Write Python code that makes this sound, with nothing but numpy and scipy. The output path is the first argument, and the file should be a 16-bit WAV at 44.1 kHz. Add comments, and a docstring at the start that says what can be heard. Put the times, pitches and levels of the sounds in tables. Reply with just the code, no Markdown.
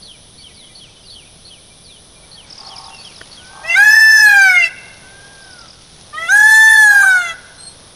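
"""Small birds chirp over an insect hiss in an open yard; then a peacock a metre or two away wails, long and loud, twice.
Each wail is a harmonic series on an arched pitch; the second harmonic carries it and flutters where the voice slips.
Roughness shakes the overtones and turns part of them to hiss pulsed at the pitch.
The train rustles as shaped noise, a pebble knocks as decaying modes, and a crow caws as pulses through resonances.
Another peacock calls far off, reduced to four harmonics; the small birds are gliding, nearly pure tones."""
import sys
import numpy as np
from scipy import signal
from scipy.fft import rfft, irfft, next_fast_len
from scipy.io import wavfile
from scipy.ndimage import uniform_filter1d, minimum_filter1d

SR = 44100
rng = np.random.default_rng(int(sys.argv[2]) if len(sys.argv) > 2 else 0)


def to_wav(sig):
    """Store sig (one row per channel, or 1-D mono) as 16-bit WAV at the path in sys.argv[1].

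    Samples outside -1..1 are clipped; the rate is SR.
    """
    pcm = np.clip(np.atleast_2d(sig), -1, 1) * 32767
    pcm = np.round(pcm).astype(np.int16)
    wavfile.write(sys.argv[1], SR, pcm.T)  # frames by channels


N = 350595
TIME = np.arange(N) / SR

# spectrum of the open air: f/Hz, relative level per Hz/dB
AIR = [(25, -1.5), (50, -2.5), (90, -1.5), (170, -2), (280, -10), (600, -10.5), (1100, -18), (2000, -21.5),
       (2700, -21), (3500, -9.5), (4600, -16), (6100, -14), (6900, -32.5), (8600, -21)]
AIR_DB = -44
# dull wash of the distant surroundings: t/s, level/dB
DISTANCE = [(0, -67), (1.8, -69), (2.3, -52), (4.8, -49), (5.7, -51.5), (5.8, -64), (6.2, -45), (7.95, -51)]
# lulls in the insects' hiss: t/s, length/s, depth/dB
INSECT_LULLS = [(0.827, .27, -12), (2.448, 0.34, -13), (5.587, 0.48, -8.5)]
INSECT_DB = -48.5  # outside the lulls

# note shapes of the small birds: t from the start/s, f/Hz, relative level/dB
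CHIP = [(0, 3660, -28), (.012, 4430, 2.5), (.056, 4390, -1.5), (.061, 3450, -11), (.073, 3320, 1),
        (.1, 3030, 0.5), (.125, 2500, -14), (.15, 2250, -10)]
SLUR = [(0, 5050, -13), (.03, 4610, -3.5), (.06, 4010, -4), (.1, 3380, -7.5), (.15, 2910, -10)]
TWIT = [(0, 5760, -8), (.006, 5206, 3), (.010, 4900, -1), (.015, 4480, -9.5)]
PEEP = [(0, 2700, -7), (.04, 2765, 4.5), (.09, 2650, -4), (.13, 2440, -10)]
WHISTLE = [(0, 4050, -10), (.04, 4177, 3.5), (.1, 4230, 4), (.16, 4200, -8)]
# when each note is sung: t/s, level/dB
CHIPS = [(.015, -41), (0.371, -41.5), (0.742, -41.5), (1.089, -40.5), (1.44, -41.5), (2.305, -41),
         (2.637, -40.5), (2.976, -40), (3.304, -42.5)]
SLURS = [(.01, -40.5), (0.537, -40), (1.03, -39), (1.83, -40), (2.79, -43), (3.1, -43)]
PEEPS = [(2.9, -42.5)]
WHISTLES = [(7.577, -40)]
# twittering bursts: t/s, level/dB
TWIT_BURSTS = [(2.5, -28.5), (2.577, -29.5), (2.663, -28.5), (2.757, -29), (2.837, -35), (2.941, -37.5),
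               (3.045, -36.5), (3.156, -36), (3.449, -42), (4.389, -32), (4.486, -33), (5.419, -39.5),
               (5.504, -37.5), (5.585, -35.5), (5.678, -36)]
# notes within each burst: t from the burst/s, relative level/dB
TWIT_STROKES = [(0, -2), (.022, -2), (.05, -11)]

# spectrum of the rustling feathers: f/Hz, relative level per Hz/dB
FEATHERS = [(1000, 0), (3000, 4.5), (5500, 8.5), (7000, -1.5), (7700, -12), (8600, -0.5), (10500, -18),
            (11600, -22.5), (15000, -48)]
# the long feathers brush each other as the train rises, then settle
TRAIN_START_S, TRAIN_RISE_S, TRAIN_DB, TRAIN_FADE_DB_PER_S = 2.44, 0.046, -45.5, -0.94

# a distant crow's caws: t/s, length/s, level/dB
CAWS = [(2.55, 0.43, -40.5), (3.448, 0.64, -38), (6.836, 0.398, -34.5)]
# the crow's throat resonances: f/Hz, nominal width/Hz, relative level/dB
CROW_THROAT = [(850, 153, 5), (1090, 170, 3.5)]

# knocks of a pebble under a foot: t/s, level/dB
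KNOCKS = [(3.2125, -25), (3.2152, -21), (3.2194, -32)]
# modes of the pebble: f/Hz, relative level/dB, t60/s
PEBBLE = [(640, -10, 0.032), (1550, -8.5, .025), (1770, -1, 0.011), (3140, -6, .012), (4540, -15, .01)]

# a far peacock's wails: start t/s, top t/s, end t/s, top pitch f/Hz, droop/(Hz per s squared), level/dB
FAR_WAILS = [(3.337, 3.787, 4.3, 807, 503, -43.5), (4.968, 5.273, 5.73, 807.3, 1020, -44.5)]

# near wails, each a lead-in, a break and a long arch: start t/s, break t/s, hoarsest t/s, end t/s,
# pitch that the lead-in reaches f/Hz, level/dB, level change of the overtones at low pitch/dB
WAILS = [(3.629, 3.743, 4.31, 4.662, 687.2, 1, -3.5), (6.126, 6.276, 6.99, 7.312, 671.2, -0.5, -7)]
# the arch of both wails from break to end: share of its length (0-1), pitch f/Hz, roughness (0-1)
ARCH = [(0, 669, 0.48), (.022, 748.8, 0.47), (.05, 801.7, 0.77), (.1, 840.6, 0.52), (.2, 870, 0.37),
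        (.3, 879.4, 0.15), (.43, 879.3, 0.26), (.52, 863.5, .25), (.61, 823, .3), (.77, 772, 0.37),
        (1, 665.7, 0.42)]
# throat in each wail, shaping harmonics 1 to 4: f/Hz, level/dB
THROAT_1 = [(680, -36.5), (800, -23), (860, -29), (885, -39), (1380, -41), (1425, -19.5), (1540, -7.5),
            (1770, -6), (1900, -22), (2030, -19), (2110, -10.5), (2220, -13.5), (2630, -31), (2700, -16.5),
            (2980, -40.5), (3300, -34.5), (3500, -44)]
THROAT_2 = [(600, -46), (780, -27), (870, -22.5), (1200, -25.5), (1370, -29.5), (1460, -9), (1765, -5),
            (1830, -34.5), (2030, -24.5), (2300, -31.5), (2550, -48.5), (2680, -35.5), (3150, -46.5),
            (3500, -25.5)]
# open beak in each wail, shaping harmonics 5 and up: f/Hz, level/dB
BEAK_1 = [(3000, -28), (3900, -32.5), (4400, -40.5), (4750, -27), (5050, -36), (5190, -20), (5310, -19),
          (5520, -43), (6100, -27), (7050, -39), (7800, -44), (8400, -33.5), (9800, -41), (11200, -40.5),
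          (12800, -43), (15500, -48)]
BEAK_2 = [(3000, -19), (4000, -31.5), (4450, -35), (4900, -41), (5250, -31.5), (5520, -40), (6100, -29),
          (7000, -30.5), (7700, -46.5), (8300, -26), (9000, -35.5), (9550, -27), (10500, -42), (11400, -38),
          (12400, -44), (15500, -46.5)]
# bouts of slips that weaken the second harmonic: t/s, length/s, least depth (0-1)
SLIPS = [(3.843, 0.011, 0.7), (3.913, 0.015, 0.74), (3.951, 0.011, 0.88), (4.002, 0, 0.76), (4.121, 0, .95),
         (4.175, 0.037, 1), (4.29, 0.054, 0.58), (6.379, 0.047, 0.66), (6.48, 0.026, 0.6),
         (6.698, 0.071, 0.72), (6.927, 0.018, 0.88), (7.03, 0.025, .9)]
SLIP_GAP_S = 0.02  # approximate spacing of slips within a bout
SCOOP_HZ = 84.8  # rise of pitch over the lead-in
ATTACK_S, RELEASE_S = 0.023, 0.035
TOP_PITCH_HZ, LOW_PITCH_HZ = 880, 670
DULL_DB_PER_KHZ = -1.3  # extra change of the overtones at low pitch
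BLOOM_DB, BLOOM_S = -16.5, 0.041  # harmonics above the second start this much weaker and swell in
BREAK_DIP_DB, BREAK_DIP_S = -3, 0.021  # the voice falters just after the break
HOARSE, HOARSE_S = 0.38, 0.076  # extra roughness on the way down, and its half width at 1/e
RASP_POWER = 1.8  # exponent from roughness to hiss

# a thin second voice from the other side of the syrinx: t from the start/s, f/Hz, relative level/dB
SQUEAL = [(0, 4100, -17), (.035, 4156, -5), (.07, 4180, 4), (.11, 4200, -5), (.15, 4170, -21)]
# when it sounds: t/s, level/dB
SQUEALS = [(6.476, -32)]
# the voice cracks into a short, coarse squawk: t/s, length/s, level/dB
CRACKS = [(7.02, 0.038, -23)]
# resonances of the squawk: f/Hz, nominal width/Hz, relative level/dB
CRACK_RING = [(1218, 31, 6), (4300, 770, -24), (7400, 3400, -34)]

YARD_T60_S, YARD_TREBLE_T60_S = 1.1, 0.55
TOP_HZ = 15350  # upper band limit


def undb(db):
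    """Amplitude gain is ten to the power of the level in dB over 20."""
    return 10 ** (np.asarray(db) / 20)


def unit(x):
    """Division by the root mean square gives a signal of rms 1."""
    return x / np.sqrt(np.mean(x ** 2))


def curve(rows, t):
    """Linear interpolation of every column of a table against its first."""
    s, *columns = np.transpose(rows)
    return [np.interp(t, s, c) for c in columns]


def shape(points, hz):
    """Gain of a spectrum whose level in dB is interpolated over log frequency."""
    f, db = np.transpose(points)
    return undb(np.interp(np.log(hz + 1), np.log(f), db))


def add(out, start, x):
    """Superposition: mix x into out from time start."""
    i = max(int(start * SR), 0)
    out[i:i + len(x)] += x[:len(out) - i]


def noise_with_spectrum(gain, size):
    """White Gaussian noise coloured by multiplying its spectrum by a gain."""
    return irfft(rfft(rng.standard_normal(size)) * gain, size)


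def resonate_twice(x, hz, width_hz):
    """Two equal two-pole resonances in cascade, each of this width, with gain 1 at the centre."""
    b, a = signal.iirpeak(hz, hz / width_hz, SR)
    return signal.lfilter(b, a, signal.lfilter(b, a, x))


def wobble(size, hz):
    """Random modulation of about rms 1 whose spectrum rolls off above hz."""
    f = np.fft.rfftfreq(next_fast_len(size + SR // 4, True), 1 / SR)
    spectrum = rng.standard_normal(len(f)) + 1j * rng.standard_normal(len(f))
    return unit(irfft(spectrum / np.sqrt(1 + (f / hz) ** 4)))[:size]


def span(rows, fade):
    """The sample times that a table covers, and a gate with linear ramps of fade seconds."""
    t = np.arange(rows[0][0], rows[-1][0], 1 / SR)
    return t, np.clip(np.minimum(t - t[0], t[-1] - t) / fade, 0, 1)


def open_air(edge_hz=10000):
    """Broadband noise: a random pressure with a falling spectrum and a steep upper edge."""
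    f = np.fft.rfftfreq(N, 1 / SR)
    air = unit(noise_with_spectrum(shape(AIR, f) / np.sqrt(1 + (f / edge_hz) ** 40), N))
    return air * undb(AIR_DB + 0.27 * wobble(N, 6.1))


def distant_wash(centre_hz=650, width_hz=1100):
    """Filtered noise: a broad resonance dulls it while its level comes and goes."""
    wash = resonate_twice(rng.standard_normal(N), centre_hz, width_hz)
    level_db, = curve(DISTANCE, TIME)
    return unit(wash) * undb(level_db)


def insects(centre_hz=9950, width_hz=1200, break_off_s=0.027, stroke_hz=146.5):
    """Amplitude modulation: wing strokes chop a narrow band of noise that breaks off and swells back."""
    f = np.fft.rfftfreq(N, 1 / SR)
    hiss = noise_with_spectrum(np.exp(-2 * ((f - centre_hz) / width_hz) ** 2), N)
    stroke_phase = 2 * np.pi * np.cumsum(stroke_hz * (1 + 0.012 * wobble(N, 5))) / SR
    strokes = 1 + 0.5 * np.sin(stroke_phase)
    level_db = np.full(N, INSECT_DB)
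    for s, length, depth_db in INSECT_LULLS:
        level_db += np.interp(TIME - s, [0, break_off_s, length], [0, depth_db, 0])
    return unit(hiss * strokes) * undb(level_db)


def songbird(note, times, waver, octave_db, vary=0.0128, flicker_db=2):
    """Frequency modulation: a gliding tone and its octave, varied in pitch and level at each repeat."""
    out = np.zeros(N)
    t, gate = span(note, fade=0.0013)
    hz, db = curve(note, t)
    for s, level_db in times:
        # the voice wavers most on its highest notes
        bend = vary * rng.uniform(-1.043, 1) + waver * (hz / hz.max()) ** 4 * wobble(len(t), 190)
        phase = 2 * np.pi * np.cumsum(hz * (1 + bend)) / SR
        size = gate * undb(db + level_db + flicker_db * wobble(len(t), 70))
        tone = np.sin(phase) + undb(octave_db) * np.sin(2 * phase)
        add(out, s, size * np.sqrt(2) * tone)
    return out


def foliage(x, scatter=0.54, decay_s=0.0086):
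    """Multiple scattering: leaves and branches round a perched bird blur its notes with close reflections."""
    t = TIME[:SR // 50]
    paths = rng.standard_normal(len(t)) * np.exp(-t / decay_s)
    reflections = signal.fftconvolve(x, paths / np.sqrt(np.sum(paths ** 2)))[:N]
    return (x + scatter * reflections) / np.hypot(1, scatter)


def warbler(start=0.2, end=2.4, level_db=-57, low_hz=1850, high_hz=3300, count=28):
    """Linear chirps: a far songbird rambles through short tones, each gliding up or down."""
    out, t = np.zeros(N), TIME[:SR // 18]
    for when, pitch, glide in rng.random((count, 3)):
        middle_glide = 1 + 0.283 * (glide - 0.5) * t / t[-1]
        hz = (low_hz + pitch * (high_hz - low_hz)) * middle_glide
        tone = np.hanning(len(t)) * np.sin(2 * np.pi * np.cumsum(hz) / SR)
        add(out, start + when * (end - start), undb(level_db) * unit(tone))
    return out


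def train(grain_db=4):
    """Stick-slip friction: countless catching barbs sum to a fine, dry, grainy noise."""
    slips = rng.standard_normal(N) * undb(grain_db * wobble(N, 300))
    rustle = irfft(rfft(slips) * shape(FEATHERS, np.fft.rfftfreq(N, 1 / SR)), N)
    age = TIME - TRAIN_START_S
    rise = np.clip(age / TRAIN_RISE_S, 0, 1)
    return unit(rustle) * rise * undb(TRAIN_DB + TRAIN_FADE_DB_PER_S * age)


def crow(pulse_hz=49, arch=0.0497, noise_db=0):
    """Source and filter: slow pulses, arching a little in rate, and noise ring two throat resonances."""
    out = np.zeros(N)
    for s, length, db in CAWS:
        n = int(length * SR)
        rise_and_fall = arch * (np.sin(np.pi * np.arange(n) / n) - 1)
        rate = pulse_hz * (1 + rise_and_fall + 0.0063 * wobble(n, 39))
        pulses = np.diff(np.floor(np.cumsum(rate) / SR), prepend=0)
        source = unit(pulses) + undb(noise_db) * rng.standard_normal(n)
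        # the cascade narrows the band, so each stage is wider than nominal
        voice = sum(undb(d) * resonate_twice(source, f, 1.45 * w) for f, w, d in CROW_THROAT)
        add(out, s, undb(db) * unit(voice) * signal.windows.tukey(n, 0.45))
    return out


def pebble():
    """Modal decay: each knock excites the stone's modes, which die away exponentially."""
    out, t = np.zeros(N), TIME[:SR // 20]
    ring = np.zeros(len(t))
    for hz, db, t60 in PEBBLE:
        ring += undb(db) * np.sin(2 * np.pi * hz * t) * np.exp(-np.log(1000) * t / t60)
    for s, db in KNOCKS:
        add(out, s, undb(db) * ring)
    return out


def far_wail(start, top, end, top_hz, droop, db, first_db=-14, third_db=-19, fourth_db=-17):
    """Harmonic series on a parabolic pitch: from far off little but the second harmonic arrives."""
    t = np.arange(start, end, 1 / SR)
    hz = top_hz - droop * (t - top) ** 2
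    phase = 2 * np.pi * np.cumsum(hz * (1 + 0.007 * wobble(len(t), 90))) / SR
    harmonics = enumerate([first_db, 0, third_db, fourth_db], 1)
    cry = sum(undb(d) * np.sin(k * phase) for k, d in harmonics)
    return signal.windows.tukey(len(t), 0.3) * undb(db) * cry * np.sqrt(2)


def gesture(start, brk, hoarsest, end, lead_hz):
    """Source control: times, pitch, roughness and envelope of a wail that scoops up, breaks and arches."""
    t = np.arange(start, end + RELEASE_S, 1 / SR)
    arch_hz, rough = curve(ARCH, (t - brk) / (end - brk))
    rough = rough + HOARSE * np.exp(-((t - hoarsest) / HOARSE_S) ** 2)
    lead = lead_hz - SCOOP_HZ * ((brk - t) / (brk - start)) ** 2
    hz = uniform_filter1d(np.where(t < brk, lead, arch_hz), size=500)
    envelope = np.clip(np.minimum((t - start) / ATTACK_S, (t[-1] - t) / RELEASE_S), 0, 1)
    falter = undb(BREAK_DIP_DB * np.exp(-((t - brk) / BREAK_DIP_S - 1) ** 2))
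    return t, hz, np.clip(rough, 0, 1), envelope * falter


def flutter(t, slip_s=0.0045, scatter_s=0.001):
    """Complex modulation: at each slip the strong harmonic collapses and returns while its phase swings."""
    gain = np.ones(len(t), complex)
    for start, length, least_depth in SLIPS:
        for s in np.linspace(start, start + length, 1 + round(length / SLIP_GAP_S)):
            s = s + scatter_s * rng.standard_normal()
            depth = min(least_depth * rng.uniform(1.0, 1.29), 1)
            turn = rng.choice([-1, 1])
            gain *= 1 - depth / (1 + 1j * turn * (t - s) / slip_s)
    # the power over 3500 samples is evened out, leaving the fast flutter
    return gain / np.sqrt(uniform_filter1d(abs(gain) ** 2, size=3500))


def wail(row, throat, beak, jitter=0.019, shimmer=0.83, skirt_db=-25, rasp_db=-4,
         sway_db=2, rough_sway_db=4, low_sway_db=1.9):
    """Source and filter: the syrinx's harmonics; hoarseness shakes its cycles and adds hiss pulsed at the pitch."""
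    start, brk, hoarsest, end, lead_hz, level_db, slack_db = row
    t, hz, rough, envelope = gesture(start, brk, hoarsest, end, lead_hz)
    n = len(t)
    drift = jitter * rough ** 2 * wobble(n, 160) + 0.0026 * rough * wobble(n, 35)
    phase = 2 * np.pi * np.cumsum(hz * (1 + drift)) / SR

    def partial(order):
        """Random modulation: one harmonic with its own tremble, the low orders being steadiest."""
        tremble = shimmer * min(1, order / 6) * rough * (wobble(n, 70) + 1j * wobble(n, 70))
        return np.sqrt(2) * np.real((1 + tremble) * np.exp(1j * order * phase + 2j * np.pi * rng.random()))

    # the throat resonance sits on the second harmonic at high pitch, on the third at low pitch
    skirt = undb(skirt_db) * rough * (wobble(n, 130) + 1j * wobble(n, 130))
    second = np.sqrt(2) * np.real((flutter(t) + skirt) * np.exp(2j * phase))
    cry = shape(throat, 2 * hz) * second
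    bloom = undb(BLOOM_DB * np.exp(-(t - start) / BLOOM_S))
    for k in (1, 3, 4):
        low_sway = undb(low_sway_db * np.sqrt(k) * wobble(n, 21))
        cry += (bloom if k > 2 else 1) * shape(throat, k * hz) * low_sway * partial(k)

    # overtones swell and fade as they sweep through the beak's resonances, and dull as the pitch sinks
    orders = np.arange(5, 19)
    freqs = orders[:, None] * hz
    slack = (TOP_PITCH_HZ - hz) / (TOP_PITCH_HZ - LOW_PITCH_HZ)
    dulling_db = slack * slack_db + slack ** 2 * DULL_DB_PER_KHZ * freqs / 1000
    gains = bloom * shape(beak, freqs) * undb(dulling_db)
    sway = undb((sway_db + rough_sway_db * rough) * np.array([wobble(n, 11) for _ in orders]))
    overtones = (gains * sway * np.array([partial(k) for k in orders])).sum(0)
    # the hoarser the voice, the more of the overtones turns to hiss
    cry += np.sqrt(1 - 0.7 * rough ** 2) * overtones
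    f = np.fft.rfftfreq(n, 1 / SR)
    colour = shape(beak, f) ** 0.22 / np.sqrt(1 + (3200 / (f + 1)) ** 6) / (1 + (f / 13000) ** 10)
    hiss = unit(noise_with_spectrum(colour, n))
    hiss_size = undb(rasp_db) * rough ** RASP_POWER * np.sqrt((gains ** 2).sum(0))
    cry += hiss_size * hiss * (1 + np.cos(phase))
    return cry * envelope * undb(level_db)


def crack():
    """Chaotic vibration: a burst of noise rings the throat's resonances."""
    out = np.zeros(N)
    for s, length, db in CRACKS:
        noise = rng.standard_normal(int(length * SR))
        ring = sum(undb(d) * resonate_twice(noise, f, 1.5 * w) for f, w, d in CRACK_RING)
        add(out, s, undb(db) * unit(ring * np.hanning(len(ring))))
    return out


def yard(x, delay_s=0.015, bright_hz=3400):
    """Reverberation: scattered echoes from trees and walls decay exponentially, the treble sooner."""
    t = TIME[:SR + SR // 2]
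    noise = rng.standard_normal(len(t))
    low = signal.sosfilt(signal.butter(4, bright_hz, fs=SR, output="sos"), noise)
    tail = low * undb(-60 * t / YARD_T60_S)
    tail += 0.3 * rng.standard_normal(len(t)) * undb(-60 * t / YARD_TREBLE_T60_S)
    tail *= 1 - np.exp(-(t / delay_s) ** 2)  # the echoes build up gradually
    return signal.fftconvolve(x, tail / np.sqrt(np.sum(tail ** 2)))[:N]


def scene(near_echo_db=-27, far_echo_db=-15):
    """Direct and reverberant sound: the near peacock almost dry, the other birds with more of the yard."""
    birds = songbird(CHIP, CHIPS, waver=0.038, octave_db=-33)
    birds += songbird(SLUR, SLURS, waver=0.0375, octave_db=-30)
    birds += songbird(PEEP, PEEPS, waver=0.0052, octave_db=-16)
    birds += songbird(WHISTLE, WHISTLES, waver=0.0052, octave_db=-1.5)
    far = foliage(birds + warbler() + crow())
    twits = [(s + lag, db + stroke_db) for s, db in TWIT_BURSTS for lag, stroke_db in TWIT_STROKES]
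    far += foliage(songbird(TWIT, twits, waver=0.03, octave_db=-36), scatter=0.3, decay_s=0.005)
    for row in FAR_WAILS:
        add(far, row[0], far_wail(*row))

    near = train() + pebble() + crack()
    near += songbird(SQUEAL, SQUEALS, waver=0.0033, octave_db=-4, vary=0)
    for row, throat, beak in zip(WAILS, [THROAT_1, THROAT_2], [BEAK_1, BEAK_2]):
        add(near, row[0], wail(row, throat, beak))

    echoes = yard(undb(near_echo_db) * near + undb(far_echo_db) * far)
    background = open_air() + distant_wash() + insects()
    return (near + far + echoes + background)[None]


def record(dry, ceiling=0.955, lopsided=0.035):
    """Quadratic distortion: the microphone bends under loud cries; a limiter holds peaks; the top is cut."""
    bend = signal.sosfilt(signal.butter(2, 40, "high", fs=SR, output="sos"), dry ** 2)
    sound = dry + lopsided * bend
    needed = np.minimum(1, ceiling / (abs(sound) + 1e-9))
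    gain = uniform_filter1d(minimum_filter1d(needed, size=200), size=200)
    top_cut = signal.ellip(10, 0.2, 80, TOP_HZ, fs=SR, output="sos")
    return signal.sosfilt(top_cut, sound * gain)


dry = scene()
out = record(dry)
to_wav(out)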